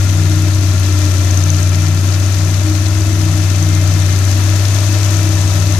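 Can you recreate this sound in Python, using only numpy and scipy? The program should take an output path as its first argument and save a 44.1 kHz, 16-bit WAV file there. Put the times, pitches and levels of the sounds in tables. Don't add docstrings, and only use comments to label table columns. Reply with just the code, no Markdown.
import sys
import numpy as np
from scipy import signal
from scipy.fft import rfft, irfft
from scipy.io import wavfile

SR = 44100
rng = np.random.default_rng(int(sys.argv[2]) if len(sys.argv) > 2 else 0)


def persist_wave(psi):
    counts = np.round(np.clip(psi, -1, 1) * 32767).astype(np.int16)
    wavfile.write(sys.argv[1], SR, np.atleast_2d(counts).T)


N = 255339
TIME, FREQS = np.arange(N) / SR, np.fft.rfftfreq(N, 1 / SR)
FIRINGS_PER_CYCLE = 6


def gain_of(db):
    return 10 ** (np.asarray(db) / 20)


def evened(x):
    return x / np.sqrt(np.mean(x ** 2) + 1e-20)


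def curve(rows, axis=1):
    rows = np.array(rows)
    return np.interp(TIME, rows[:, 0], rows[:, axis])


def read(points):
    hz, value = np.transpose(points)
    return np.interp(np.log(FREQS + 1), np.log(hz + 1), value)


def colour(x, gain):
    return irfft(rfft(x) * gain, N)


def wander(rate):
    return evened(colour(rng.standard_normal(N), 1 / (1 + (FREQS / rate) ** 4)))


def ring(x, modes):
    response = 0
    for hz, width, db in modes:
        response = response + gain_of(db) / (1 + 1.3j * (FREQS - hz) / width) ** 2
    return colour(x, response)


# frequency in Hz, likeness from 0 (unrelated) to 1 (identical).
PORT_LIKENESS = [(25, 0.9), (70, 0.86), (300, 0.9), (750, 0.88), (1200, 0.56), (2000, 0.2), (3500, 0.6),
                 (5500, 0), (15000, 0.17)]


def ports(pair):
    same = np.clip(read(PORT_LIKENESS), 0, 1)
    left = pair[0]
    right = colour(left, same) + colour(pair[1], np.sqrt(1 - same ** 2))
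    return evened(np.array([left, right]))


def strokes(firings, table, decay, uneven_db):
    out = np.zeros(N)
    for place, db in table:
        cycle, since = np.divmod(firings - place, FIRINGS_PER_CYCLE)
        force_db = db + uneven_db * rng.standard_normal(256)[cycle.astype(int)]
        out += gain_of(force_db) * since / decay * np.exp(-since / decay)
    return evened(out)


def rattle(firings, rough):
    size = 2730
    grain = (firings / FIRINGS_PER_CYCLE % 1 * size).astype(int)
    random_phases = np.exp(2j * np.pi * rng.random((2, size // 2 + 1)))
    again = evened(irfft(random_phases)[:, grain])
    rough = np.clip(rough, 0, 1)
    return np.sqrt(1 - rough) * again + np.sqrt(rough) * rng.standard_normal((2, N))


def tone(turns, rough, rate):
    angle = 2 * np.pi * turns
    in_phase = (1 + rough * wander(rate)) * np.sin(angle)
    sideways = rough * wander(rate) * np.cos(angle)
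    return np.sqrt(2) * (in_phase + sideways)


def fading(depth_db):
    return gain_of(depth_db * wander(5.8))


def breeze():
    rumble = colour(rng.standard_normal((2, N)), 1 / (1 + (FREQS / 45) ** 4))
    return gain_of(-44.5) * evened(rumble * gain_of(1.5 * wander(2)))


# frequency in Hz, relative level in dB per Hz.
RUSH_SPECTRUM = [(300, -7.5), (740, 3), (870, -8), (1120, -1), (1950, 0.5), (2200, -4.5), (2750, -3.5),
                 (3500, -0.5), (5000, -1), (6400, 3), (7600, -4.5), (9500, -10), (11000, -6), (13200, -11),
                 (15600, -23.5)]


def crop():
    rush = colour(rng.standard_normal((2, N)), gain_of(read(RUSH_SPECTRUM)))
    rush = rush * gain_of(0.65 * wander(23))
    bits_per_s, burst_s = 220, 0.0033
    hardness_db = 5.7 * np.minimum(rng.exponential(1, N), 3)
    bits = (rng.random(N) < bits_per_s / SR) * gain_of(hardness_db)
    envelope = signal.lfilter([1], [1, -np.exp(-1 / (burst_s * SR))], bits)
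    bursts = envelope * rng.standard_normal((2, N))
    crunch = ring(bursts, [(2760, 1300, -4), (4090, 1600, -0.5), (5330, 1900, 1.0)])
    return gain_of(-27.5) * ports(rush) + gain_of(-35.5) * ports(crunch)


# time in seconds, second mesh harmonic in dB, third mesh harmonic in dB.
WHINE_LEVELS = [(0, -42, -50), (1.7, -43, -56), (3, -45.5, -52), (4, -46.5, -42.5), (4.7, -45.5, -53),
                (5.79, -50, -54)]
GEAR_TEETH = 44


def gears(firings):
    wheel_turns = firings / FIRINGS_PER_CYCLE
    mesh = GEAR_TEETH * wheel_turns
    runout = 1 + 0.6 * np.cos(2 * np.pi * wheel_turns)
    low = gain_of(curve(WHINE_LEVELS, axis=1)) * runout * tone(2 * mesh, rough=0.12, rate=27)
    high = gain_of(curve(WHINE_LEVELS, axis=2)) * tone(3 * mesh, rough=.5, rate=16)
    return fading(1.5) * (low + high)


# place in the cycle in firings, relative force in dB.
VALVE_TICKS = [(.55, 1), (1.62, 1), (2.52, 0), (3.7, -23), (4.48, 10.5)]
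# time in seconds, level in dB.
STEEL_LEVEL = [(0, -38), (.7, -44), (1.3, -33.5), (2.4, -41), (4, -38), (5.79, -38)]


def valves(firings, load):
    blows = rng.standard_normal((2, N)) * strokes(firings, VALVE_TICKS, decay=0.082, uneven_db=1.0)
    steel = ring(blows, [(6215, 300, 0)])
    smear = strokes(firings, VALVE_TICKS, decay=0.091, uneven_db=1.0) ** 0.82
    scatter = rng.standard_normal((2, N)) * smear
    click = ring(scatter, [(4350, 730, -1.0), (8220, 1800, 5.5), (10070, 550, 5.5), (12400, 720, 3)])
    return gain_of(curve(STEEL_LEVEL)) * ports(steel) + load * gain_of(-41.5) * ports(click)


# place in the cycle in firings, relative force in dB.
DIESEL_KNOCKS = [(.72, 0), (1.7, -6), (2.7, -1), (3.68, -11), (4.65, -12), (5.7, -11.5)]
# frequency in Hz, width in Hz, relative level in dB.
BLOCK_MODES = [(995, 40, -1.5), (1064, 112, -1), (1310, 79, 1), (1737, 143, -3.5), (2067, 37, -1),
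               (2380, 59, 0), (2623, 63, 0), (2990, 140, -8), (3670, 220, -13), (4330, 87, -9)]


def block(firings):
    knocks = strokes(firings, DIESEL_KNOCKS, decay=0.06, uneven_db=0.5)
    clatter = rattle(firings, rough=0.34) * (2.5 + knocks)
    return gain_of(-33.0) * ports(ring(clatter, BLOCK_MODES))


CUTTER_RATIO = 17 / 21
# time in seconds, level in dB.
THROB_LEVEL = [(0, -27), (1.6, -36), (2.6, -29), (2.95, -23), (3.6, -28), (4.8, -38), (5.6, -24)]
# time in seconds, level in dB.
SECOND_HARMONIC_LEVEL = [(0.0, -36), (0.2, -22.0), (0.46, -24.5), (0.58, -42), (0.7, -27), (0.78, -33.0),
                         (1.34, -34), (1.44, -23.5), (1.96, -24), (2.3, -37.0), (2.38, -27.0),
                         (3.02, -33.5), (3.24, -23), (3.54, -29.0), (3.62, -22), (4.04, -23), (4.26, -38.0),
                         (5.78, -26)]
# time in seconds, level in dB.
FOURTH_HARMONIC_LEVEL = [(0.0, -36), (0.46, -24.0), (0.78, -37), (0.84, -28.0), (2.4, -34.5), (2.54, -41),
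                         (2.68, -22), (2.82, -31), (3.04, -23.5), (3.42, -27.5), (3.48, -41), (3.68, -28.5),
                         (4.22, -37.5), (4.5, -27.5), (4.66, -37.5), (5.32, -27.5), (5.4, -32.5),
                         (5.78, -36.0)]
# frequency in Hz, relative level in dB per Hz.
CHURN_SPECTRUM = [(15, -28), (35, -25), (55, -7), (85, -2), (125, 2.5), (165, -4), (205, -8.5), (250, -5.5),
                  (290, 0.5), (345, -3), (390, -10.5), (430, -25.5), (520, -46), (900, -56)]


def cutterhead(firings):
    cuts = CUTTER_RATIO * firings
    fade_db = 1.2
    drone = gain_of(curve(THROB_LEVEL)) * tone(cuts, rough=.05, rate=5)
    second = tone(2 * cuts, rough=0.11, rate=9.3)
    drone += gain_of(curve(SECOND_HARMONIC_LEVEL)) * fading(fade_db) * second
    fourth = tone(4 * cuts, rough=.1, rate=6)
    drone += gain_of(curve(FOURTH_HARMONIC_LEVEL)) * fading(fade_db) * fourth
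    for order, db in [(3, -41.0), (5, -45)]:
        drone += gain_of(db) * tone(order * cuts, rough=0.54, rate=5.7)
    churn = colour(rattle(firings, rough=0.82), gain_of(read(CHURN_SPECTRUM)))
    return drone + gain_of(-27.5) * ports(churn)


# multiple of the four-stroke cycle rate, level in dB rms.
EXHAUST_NOTE = [(3, -46.5), (4, -40), (5, -76), (6, -12), (7, -38), (8, -40.5), (9, -43.5), (10, -62),
                (12, -41.5), (16, -44), (18, -63), (22, -64)]
# time in seconds, gain in dB.
BOOM_SWELL = [(0, 0.7), (1.6, 0.5), (2.3, 0), (3.1, -1), (3.9, 0.9), (4.6, 0.5), (5.79, -0.5)]
# place in the cycle in firings, relative force in dB.
EXHAUST_PUFFS = [(.52, -10.5), (1.419, -11), (2.251, -7), (2.56, -19), (3.5, -22), (4.299, -11.5),
                 (5.332, -6)]
# frequency in Hz, width in Hz, relative level in dB.
STACK_MODES = [(449, 5.8, 1), (547.5, 8, -1), (610, 46.4, 5), (663, 32, -3), (787.5, 22.6, -1)]


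def exhaust(firings, load):
    cycles = firings / FIRINGS_PER_CYCLE
    boom = np.zeros(N)
    for order, db in EXHAUST_NOTE:
        boom += gain_of(db) * tone(order * cycles, rough=0.028, rate=14)
    puffs = ring(strokes(firings, EXHAUST_PUFFS, decay=0.016, uneven_db=1.1), STACK_MODES)
    puffs = evened(colour(puffs, FREQS ** 4 / (FREQS ** 4 + 380 ** 4)))
    hoarse = ring(rattle(firings, rough=0.78), STACK_MODES)
    pipe = gain_of(-38) * puffs + gain_of(-39.5) * ports(hoarse)
    return gain_of(curve(BOOM_SWELL)) * boom + load * pipe


# time in seconds, speed in firings per second.
ENGINE_SPEED = [(0.0, 96.1), (0.58, 96.02), (1.1, 93.3), (1.96, 94.6), (2.25, 96.22), (2.74, 96.44),
                (3.0, 97.89), (3.79, 95.76), (4.22, 95.71), (4.77, 98.99), (5.0, 99.22), (5.51, 96.73),
                (5.79, 98.18)]
# time in seconds, relative flow in dB.
CROP_FLOW = [(0.0, -28), (0.35, -28.5), (1.1, -27.5), (2.82, -28.5), (5.01, -26), (5.79, -27)]


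def scene():
    hunting = .005 * wander(3)
    firings = np.cumsum(curve(ENGINE_SPEED)) / SR + hunting
    load = evened(gain_of(curve(CROP_FLOW)))
    harvester = breeze() + load * crop() + cutterhead(firings)
    tractor = gears(firings) + valves(firings, load) + load * block(firings) + exhaust(firings, load)
    return harvester + tractor


# frequency in Hz, left minus right in dB.
PORT_BALANCE = [(60, -1), (92, 4.0), (140, 4), (210, 1), (330, 5), (500, 7), (770, 4.5), (1170, 6),
                (1790, 9.0), (2740, 12.5), (4190, 17.0), (6410, 34.5), (9810, 14.5), (15000, 3)]


def record(dry):
    lean = gain_of(read(PORT_BALANCE))
    lag_s = 2 / SR / (1 + (FREQS / 4500) ** 4)
    right = np.exp(-2j * np.pi * FREQS * lag_s)
    heard = colour(dry, 2 * np.array([lean, right]) / (1 + lean))
    heard = heard / (1 + (heard / .97) ** 16) ** (1 / 16)
    band_limit = signal.firwin(511, 15750, window=("kaiser", 9), fs=SR)  # low-pass, Hz
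    return signal.oaconvolve(heard, band_limit[None], "same")


dry = scene()
out = record(dry)
persist_wave(out)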